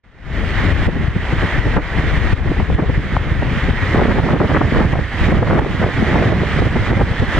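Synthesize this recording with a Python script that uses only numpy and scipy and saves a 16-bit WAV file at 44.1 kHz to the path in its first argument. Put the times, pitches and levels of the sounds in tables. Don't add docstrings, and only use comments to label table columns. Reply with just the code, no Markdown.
import sys
import numpy as np
from scipy import signal
from scipy.fft import rfft, irfft
from scipy.io import wavfile
from scipy.ndimage import uniform_filter1d, minimum_filter1d

SR = 44100
rng = np.random.default_rng(int(sys.argv[2]) if len(sys.argv) > 2 else 0)


def pcm_store(signal):
    levels = np.round(np.clip(np.atleast_2d(signal), -1, 1) * 32767)
    wavfile.write(sys.argv[1], SR, levels.astype(np.int16).T)


N = 325899
TIME_S = np.arange(N) / SR
FREQ_HZ = np.fft.rfftfreq(N, 1 / SR)


def from_db(db):
    return 10 ** (np.asarray(db) / 20)


def unit_rms(x):
    return x / np.sqrt(np.mean(x ** 2) + 1e-20)


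def curve(rows, column=1):
    rows = np.array(rows)
    return np.interp(TIME_S, rows[:, 0], rows[:, column])


def spectrum(rows, column=1):
    rows = np.array(rows)
    return np.interp(np.log(FREQ_HZ + 1), np.log(rows[:, 0] + 1), rows[:, column])


def lowpass(x, corner_hz, order):
    return irfft(rfft(x) / (1 + (FREQ_HZ / corner_hz) ** order), N)


def wander(rate_hz):
    return unit_rms(irfft(rfft(rng.standard_normal(N)) * np.exp(-(FREQ_HZ / rate_hz) ** 2), N))


def port_noise(colour_db, coherence, left_lead_rad=0):
    left, other = rfft(rng.standard_normal((2, N)))
    right = (coherence * left + np.sqrt(1 - coherence ** 2) * other) * np.exp(-1j * left_lead_rad)
    return unit_rms(irfft(np.array([left, right]) * from_db(colour_db), N))


def steady(x, span_samples):
    window = np.hanning(span_samples)
    power = signal.fftconvolve((np.atleast_2d(x) ** 2).mean(0), window / window.sum(), "same")
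    return x / np.sqrt(abs(power) + 1e-6)


def pan(left_minus_right_db):
    return from_db(np.array([[1], [-1]]) * left_minus_right_db / 2)


# frequency in Hz, level in dB.
WHINE_TONES = [(14910, -91), (14970, -83), (15030, -82), (15090, -91)]


def whine(level_db=1, side_db=-13):
    tones = sum(from_db(db) * np.sqrt(2) * np.sin(2 * np.pi * hz * TIME_S) for hz, db in WHINE_TONES)
    return tones * from_db(level_db) * pan(side_db)


# frequency in Hz, left and right relative density in dB.
SURF_SPECTRUM = [(60, -60.5, -57.5), (247, -55, -52), (700, -57.5, -57), (1070, -57.5, -56.5),
                 (1530, -56.5, -54), (1902, -53, -48.5), (2670, -66, -61), (3140, -62, -62.5),
                 (4300, -70.5, -75.5), (5490, -76, -88), (6970, -81, -91.5), (9170, -90.5, -89.5),
                 (9630, -102, -102), (10600, -106, -105), (13800, -107, -96.5), (15600, -114, -103)]
# frequency in Hz, coherence 0-1, left lead in radians.
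SURF_STEREO = [(200, 0.99, 0), (1000, 0.94, 0), (2160, 0.98, 0), (2720, 0.72, 0), (3320, 0.58, 0.44),
               (4270, 0.7, 1.52), (6000, 0.7, 1.16), (7500, 0.2, 1.5), (8700, 0.08, 0.53), (12900, 0, 1.9)]
# time in seconds, relative level in dB.
SURF_LEVELS = [(0, 5), (.45, -3), (.58, 0), (.75, 0), (.85, 2), (1.05, -1.9), (1.33, 3), (1.5, 1.5),
               (1.7, -0.8), (1.95, 1.3), (2.2, 0.9), (2.325, 2.4), (2.42, 2.2), (2.6, -.6), (2.73, -2.9),
               (2.8, -1.8), (3.1, -2), (3.25, -1), (3.55, -1.1), (3.72, 0), (3.86, 1.5), (4.1, 0.7),
               (4.9, -0.2), (5.1, -3), (5.25, 4), (5.5, 0), (5.8, 1), (6.05, 1.6), (6.22, 1), (6.35, -3),
               (6.55, 0.2), (7.1, 0), (7.29, 2.3), (7.36, 6.3)]
# time in seconds, treble gain in dB.
SPRAY_TREBLE = [(0, 0.5), (1.2, -1.7), (2.2, -0.5), (3.2, -1.5), (4.4, -0.5), (5.2, 0.5), (6.2, 0.5),
                (7.3, 0.5)]


def surf(level_db=-21, seethe_db=0.76, patchy_db=0.88, spray_hz=3600):
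    colour_db = np.array([spectrum(SURF_SPECTRUM, 1), spectrum(SURF_SPECTRUM, 2)])
    wash = port_noise(colour_db, spectrum(SURF_STEREO, 1), spectrum(SURF_STEREO, 2))
    bands = signal.stft(wash, nperseg=512)[2]
    patches = uniform_filter1d(rng.standard_normal(bands.shape[1:]), size=7, axis=0)
    patches = unit_rms(uniform_filter1d(patches, size=12, axis=1))
    foam = unit_rms(signal.istft(bands * from_db(patchy_db * patches))[1][:, :N])
    body = lowpass(foam, spray_hz, order=6)
    roar = body + (foam - body) * from_db(curve(SPRAY_TREBLE))
    return roar * from_db(level_db + curve(SURF_LEVELS) + seethe_db * wander(rate_hz=21))


# time in seconds, rumble level in dB, flutter level in dB.
WIND_LEVELS = [(0.3, -12, -21.5), (0.62, -14, -23), (0.95, -9.5, -22), (1.25, -14, -25), (1.5, -15.5, -24),
               (2.31, -12.5, -21), (2.38, -9, -19), (2.9, -9.5, -21.5), (3.1, -12, -23.5), (3.88, -17, -24),
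               (3.98, -9.5, -21.5), (4.4, -9, -14.5), (4.98, -9.5, -22), (5.19, -13.5, -38),
               (5.33, -6.5, -13), (5.6, -7.5, -12.5), (5.73, -11.5, -20.5), (6.2, -11.5, -15),
               (6.52, -11.5, -23), (6.95, -10.5, -21), (7.33, -9.5, -18.5)]
# time in seconds, left minus right in dB, deep bass gain in dB.
WIND_VEER = [(.3, 4.5, 4), (.8, 6, 2.5), (1.3, 1.5, 8), (2.3, 5.5, 8), (2.8, 1.5, 4.5), (3.8, 3.3, 8),
             (4.2, -6.5, -3.5), (4.8, -4, -0.5), (5.3, -4.5, 4), (6.2, -3, -6), (7.3, -2.5, 4.5)]
# frequency in Hz, relative density in dB.
RUMBLE_SPECTRUM = [(8, -24), (16, -18.5), (38, -4), (70, -2.5), (120, -7.5), (170, -11.5), (280, -20),
                   (500, -33.5), (1200, -97)]


def rumble(level_db=-1.5, lumpy_db=6, deep_hz=52, right_cut_hz=34, right_db=1):
    push = port_noise(spectrum(RUMBLE_SPECTRUM), coherence=0.72)
    push *= from_db(lumpy_db * wander(rate_hz=20.3))
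    push = steady(push, span_samples=3500) * from_db(level_db + curve(WIND_LEVELS, 1))
    deep = lowpass(push, deep_hz, order=4)
    left, right = (push - deep + deep * from_db(curve(WIND_VEER, 2))) * pan(curve(WIND_VEER, 1))
    right = irfft(rfft(right) * FREQ_HZ / np.hypot(FREQ_HZ, right_cut_hz), N)
    return np.array([left, from_db(right_db) * right])


# frequency in Hz, relative density in dB.
TORN_SPECTRUM = [(60, -15.5), (160, 2), (350, -1), (600, -4.5), (900, -10), (1400, -15), (1900, -16.5),
                 (2500, -32), (3300, -36.5), (5000, -58), (9000, -82.5)]


def flutter(level_db=1.3, ragged_db=2.5, dull_hz=390, tearing_db=-14.5):
    clumps = steady(from_db(ragged_db * wander(rate_hz=50)), span_samples=3500)
    force = clumps * from_db(level_db + curve(WIND_LEVELS, 2))
    bright = steady(port_noise(spectrum(TORN_SPECTRUM), coherence=0.81), span_samples=450)
    dull = lowpass(bright, dull_hz, order=2)
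    tearing = 1 - np.exp(-force / from_db(tearing_db))
    return force * (dull + tearing * (bright - dull))


# centre in seconds, gain in dB, half-width in seconds.
WIND_LULLS = [(0.505, -4.5, 0.1), (0.924, 3, 0.012), (1.132, -3, 0.014), (1.216, -7, 0.0072),
              (1.272, -7, 0.018), (1.512, -15, 0.019), (1.64, -3, 0.013), (1.887, -6, 0.039),
              (2.447, -2, 0.0081), (2.548, -7, 0.018), (2.67, -12, .012), (2.77, 4, 0.0068),
              (2.846, -5, 0.014), (2.945, -6, .012), (3.086, -7.5, 0.029), (3.61, -7, 0.015),
              (3.777, -2, 0.019), (4.137, -4, .01), (4.22, -7, 0.0091), (4.289, -7, .012),
              (4.381, -5, 0.0084), (4.482, -12, 0.012), (4.604, -8.5, .012), (4.71, -10, 0.017),
              (5.103, -10, 0.06), (5.454, -5, .014), (5.768, -5, 0.0096), (5.922, -10, 0.023),
              (6.068, -3, .012), (6.495, -5.5, 0.041), (6.691, -4, 0.012), (6.853, -10.5, 0.021),
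              (7.168, -17, 0.015), (7.26, -4.5, 0.009), (7.308, -10, 0.051)]


def lull_gain():
    return from_db(sum(db * np.exp(-((TIME_S - centre_s) / width_s) ** 2)
                       for centre_s, db, width_s in WIND_LULLS))


# centre in seconds, level in dB, swing in Hz.
THUMP_EDDIES = [(0.592, -7, 74), (0.669, -5.5, 79), (0.733, -2, 74), (.802, -10.5, 66), (0.875, 4.5, 82),
                (.998, -5, 94), (1.084, 3, 111), (1.166, -0.5, 107), (1.335, -5.5, 115), (1.386, -7.5, 63),
                (1.454, -8.5, 91), (1.595, -5, 70), (1.668, -5.5, 100), (1.776, 3, 83), (1.997, -1, 83.5),
                (2.058, -6.5, 83), (2.123, -16, 70), (2.18, -2, 88.5), (2.22, -7, 84), (2.339, 8.5, 78.4),
                (2.41, -1.5, 68.5), (2.477, 2, 87), (2.632, 0.5, 75.4), (2.754, 1, 69), (2.866, -5, 81),
                (2.9, -3.5, 96), (2.98, 0.5, 105), (3.173, -1, 107), (3.217, -11, 80), (3.321, -1.5, 86),
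                (3.397, -3.5, 70), (3.492, -11, 95), (3.659, -6, 76), (3.712, -2, 97), (3.835, -7, 75),
                (3.897, -14, 98), (3.943, -8, 89), (4.197, -4.5, 96), (4.24, -2, 103), (4.274, -9.5, 130),
                (4.334, -4, 106), (4.658, -4.5, 91), (4.751, -6.5, 97), (4.789, -8.5, 120), (4.858, -5, 88),
                (4.933, -4, 118), (4.985, -3.5, 86), (5.218, -2, 78), (5.27, -2, 85), (5.369, -1.5, 114),
                (5.393, 3.5, 85), (5.484, -3.5, 123), (5.545, -3.5, 99), (5.599, 4, 98), (5.749, -4, 119),
                (5.849, -0.5, 110), (5.984, -7, 91), (6.093, -13, 144), (6.146, -3.5, 144),
                (6.218, -6, 154), (6.273, -3.5, 109), (6.371, -10, 137), (6.606, -1.5, 88),
                (6.665, -4, 103), (6.763, -8, 93), (6.813, -7, 88), (6.912, -3.5, 105), (6.971, -6, 111),
                (7, -6, 103), (7.038, -1.5, 97), (7.119, -8, 111), (7.204, -3, 93), (7.229, 2, 100),
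                (7.29, -6, 77)]


def thumps(width_cycles=0.53, skew_rad=0.92, veer_share=0.9):
    out = np.zeros((2, N))
    draws = rng.uniform(-0.89, 1, (len(THUMP_EDDIES), 2))
    for (centre_s, db, hz), (half_turns, skew) in zip(THUMP_EDDIES, draws):
        width_s = width_cycles / hz
        near = abs(TIME_S - centre_s) < 3 * width_s
        t = TIME_S[near] - centre_s
        phase = 2 * np.pi * hz * t + np.pi * half_turns + skew_rad * skew * np.array([[1], [-1]])
        envelope = 0.5 ** (2 * (t / width_s) ** 2)
        out[:, near] += from_db(db) * np.sqrt(2) * envelope * np.sin(phase)
    sides = pan(veer_share * curve(WIND_VEER, 1))
    return out * sides / sides.max(0)


# frequency in Hz, relative density in dB.
PUFF_SPECTRUM = [(60, -18.5), (160, 2.5), (350, -0.5), (700, -4.5), (1400, -5.5), (1900, -5), (2500, -11.5),
                 (3300, -19), (5000, -38.5), (9000, -57.5)]


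def turbulence(air, reach_hz):
    return steady(signal.lfilter(*signal.butter(2, reach_hz, fs=SR), air), span_samples=450)


# start in seconds, end in seconds, level in dB, reach in Hz.
GUST_SPANS = [(3.94, 4.124, -9.5, 600), (4.171, 4.204, -10.5, 850), (4.243, 4.374, -16, 600),
              (4.496, 4.518, -7.5, 554), (4.543, 4.563, -6.5, 1300), (4.749, 4.85, -13, 690),
              (4.925, 4.987, -13.5, 700), (5.266, 5.335, -12.5, 503), (5.496, 5.638, -11.5, 795),
              (5.813, 5.889, -11, 636), (6.085, 6.205, -17.5, 600), (6.215, 6.295, -18.5, 650),
              (6.4, 6.446, -15.5, 650), (6.62, 6.68, -19.5, 700), (6.89, 6.94, -12.5, 450),
              (6.99, 7.028, -11.5, 700)]


def gusts(level_db=-1.2, edge_s=0.0035, ragged_db=6, swing_db=2):
    air = port_noise(spectrum(PUFF_SPECTRUM), coherence=0.76)
    out = np.zeros((2, N))
    for start_s, end_s, db, reach_hz in GUST_SPANS:
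        near = (TIME_S > start_s - 10 * edge_s) & (TIME_S < end_s + 10 * edge_s)
        t = TIME_S[near]
        hold = (np.tanh((t - start_s) / edge_s) - np.tanh((t - end_s) / edge_s)) / 2
        out[:, near] += from_db(level_db + db) * hold * turbulence(air[:, near], reach_hz)
    rattle = from_db(ragged_db * wander(rate_hz=140)) * pan(swing_db * wander(rate_hz=20))
    return out * steady(rattle, span_samples=2200)


# peak in seconds, level in dB, width in seconds, reach in Hz.
BUFFET_EDDIES = [(0.884, -1, 0.0093, 420), (0.961, -7.5, 0.011, 200), (1.163, -6.5, 0.0061, 250),
                 (1.328, -15, 0.0091, 555), (1.433, -12.5, 0.014, 500), (1.664, -14.5, 0.021, 450),
                 (1.776, -3.5, 0.014, 1000), (1.987, -13.5, 0.0056, 406), (2.458, -5.5, 0.008, 182),
                 (2.513, -5, 0.0068, 280), (2.603, -8.5, 0.004, 200), (2.702, -6, 0.004, 220),
                 (2.792, -3.5, 0.0098, 704), (2.828, -10, 0.014, 497), (2.898, -8, 0.0047, 403),
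                 (3.428, -9.5, 0.0087, 380), (3.69, -10, 0.0077, 238), (4.02, -5.5, 0.0048, 500),
                 (4.15, -14, 0.0086, 550), (4.111, -12, .007, 1000), (4.338, -6, 0.0085, 550),
                 (4.361, -10, 0.0058, 600), (4.406, -7.5, 0.0058, 650), (4.417, -4.5, 0.0092, 446),
                 (4.444, -9, .009, 600), (4.567, -3, 0.0053, 1400), (4.724, -8, 0.005, 352),
                 (4.76, -12, .006, 840), (4.935, -11.5, 0.005, 800), (4.612, -2, 0.0054, 600),
                 (4.809, -7.5, 0.0094, 660), (4.992, -6, 0.0045, 400), (5.286, -5.5, 0.0064, 640),
                 (5.325, -0.5, 0.0058, 450), (5.427, -3.5, 0.0075, 500), (5.53, -5, 0.0039, 700),
                 (5.563, -10, 0.0063, 550), (5.592, -7, 0.0055, 900), (5.664, -6.5, 0.0055, 450),
                 (5.838, -13, 0.0052, 600), (6.026, -6.5, 0.0086, 400), (6.158, -9, 0.0078, 1000),
                 (6.325, -9, 0.009, 685), (6.589, -12.5, 0.0047, 800), (6.622, -8.5, 0.006, 520),
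                 (6.67, -7.5, 0.0066, 280), (6.761, -6, 0.0082, 453), (6.973, -8.5, 0.006, 500),
                 (7.013, -8.5, 0.0063, 700), (7.228, -8.5, 0.013, 450)]


def buffets(rise_steepness=1.78, fall_steepness=0.49, side_db=2):
    air = port_noise(spectrum(PUFF_SPECTRUM), coherence=0.75)
    out = np.zeros((2, N))
    for peak_s, db, width_s, reach_hz in BUFFET_EDDIES:
        near = abs(TIME_S - peak_s) < 4 * width_s
        widths = (TIME_S[near] - peak_s) / width_s
        envelope = np.exp(-np.where(widths < 0, rise_steepness, fall_steepness) * widths ** 2)
        burst = envelope * turbulence(air[:, near], reach_hz)
        out[:, near] += from_db(db) * pan(side_db * rng.standard_normal()) * burst
    return out


def add_vortex(mix, start_s, db, start_hz, decay_s, phase_turns, side_db, pitch_halving_s=0.00268):
    first = round(start_s * SR)
    span = slice(first, first + 1500)
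    t = np.maximum(TIME_S[span] - start_s, 0)
    turns = start_hz * pitch_halving_s * np.log1p(t / pitch_halving_s)
    envelope = np.minimum(turns * 2, 1) * np.exp(-t / decay_s)
    mix[:, span] += from_db(db) * pan(side_db) * envelope * np.sin(2 * np.pi * (turns + phase_turns))


# start in seconds, level in dB, starting pitch in Hz.
POP_VORTICES = [(1.7725, -5.5, 1480), (2.517, -4.5, 700), (2.5995, -3.5, 1390), (2.7005, -7, 1100),
                (2.7905, -4.5, 890), (3.1665, 1.5, 1450), (4.185, -7, 1470), (4.289, -3.5, 1490),
                (4.307, -4.5, 1760), (4.4015, -2.5, 1780), (4.4165, -1, 1600), (4.545, -5, 1900),
                (4.5735, -3, 1580), (4.6135, -2, 1510), (4.748, -8, 1500), (4.991, -8, 1200),
                (5.429, 0, 1220), (5.5015, -7, 1370), (5.5095, 2, 1810), (5.648, -3, 1190),
                (5.8405, -2.5, 1280), (5.889, -5, 900), (6.143, -8, 1200), (6.932, -3.5, 910),
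                (7.012, -3.5, 1200)]


def pops(decay_s=0.0029, side_db=4):
    out = np.zeros((2, N))
    for start_s, db, hz in POP_VORTICES:
        phase_turns, side = rng.uniform(-1.02, 1, 2)
        add_vortex(out, start_s, db, hz, decay_s, phase_turns, side_db * side)
    return out


def crackle(per_s=130, level_db=-0.5, scatter_db=5, pitch_hz=(1100, 2900), decay_s=0.0014, side_db=4):
    out = np.zeros((2, N))
    for start_s, end_s, gust_db, _ in GUST_SPANS:
        for slot_s in np.arange(start_s, end_s, 1 / per_s):
            at_s = slot_s + rng.random() / per_s
            if at_s < end_s:
                db = gust_db + level_db + scatter_db * rng.uniform(-1, 1)
                hz = rng.uniform(*pitch_hz)
                add_vortex(out, at_s, db, hz, decay_s, rng.random(), side_db * rng.uniform(-1, 1))
    return out


def scene():
    background = whine() + surf()
    wind = (rumble() + flutter()) * lull_gain() + thumps() + gusts() + buffets()
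    snaps = lowpass(pops() + crackle(), corner_hz=2500, order=6)
    return background + wind + snaps


def gain_control(x, threshold_db=-7.5, attack_s=0.0019, release_s=0.23, trim_db=-1.33, step_db=0.13):
    power_db = 10 * np.log10(abs(uniform_filter1d(x ** 2, size=265)).max(0) + 1e-12)
    excess_db = np.maximum(power_db - threshold_db, 0)
    release = np.exp(TIME_S / release_s)
    held_db = np.maximum.accumulate(excess_db * release) / release
    pole = np.exp(-1 / (attack_s * SR))
    duck_db = signal.lfilter([1 - pole], [1, -pole], held_db)
    return x * from_db(trim_db - step_db * np.round(duck_db / step_db))


# time in seconds, gain in dB.
OPENING_FADE = [(.03, -63.5), (.04, -33.5), (.12, -31), (.22, -21.5), (.35, -2.5), (.52, 1)]


def record(dry, limiter_threshold=0.62, band_edge_hz=15780):
    ducked = gain_control(dry)
    allowed_gain = 1 / np.maximum(abs(ducked).max(0) / limiter_threshold, 1)
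    limiter_gain = uniform_filter1d(minimum_filter1d(allowed_gain, size=61), size=61)
    faded = ducked * limiter_gain * from_db(curve(OPENING_FADE))
    taps = signal.firwin(511, band_edge_hz, window=("kaiser", 9), fs=SR)
    return signal.oaconvolve(faded, taps[None], "same", axes=1)


dry = scene()
out = record(dry)
pcm_store(out)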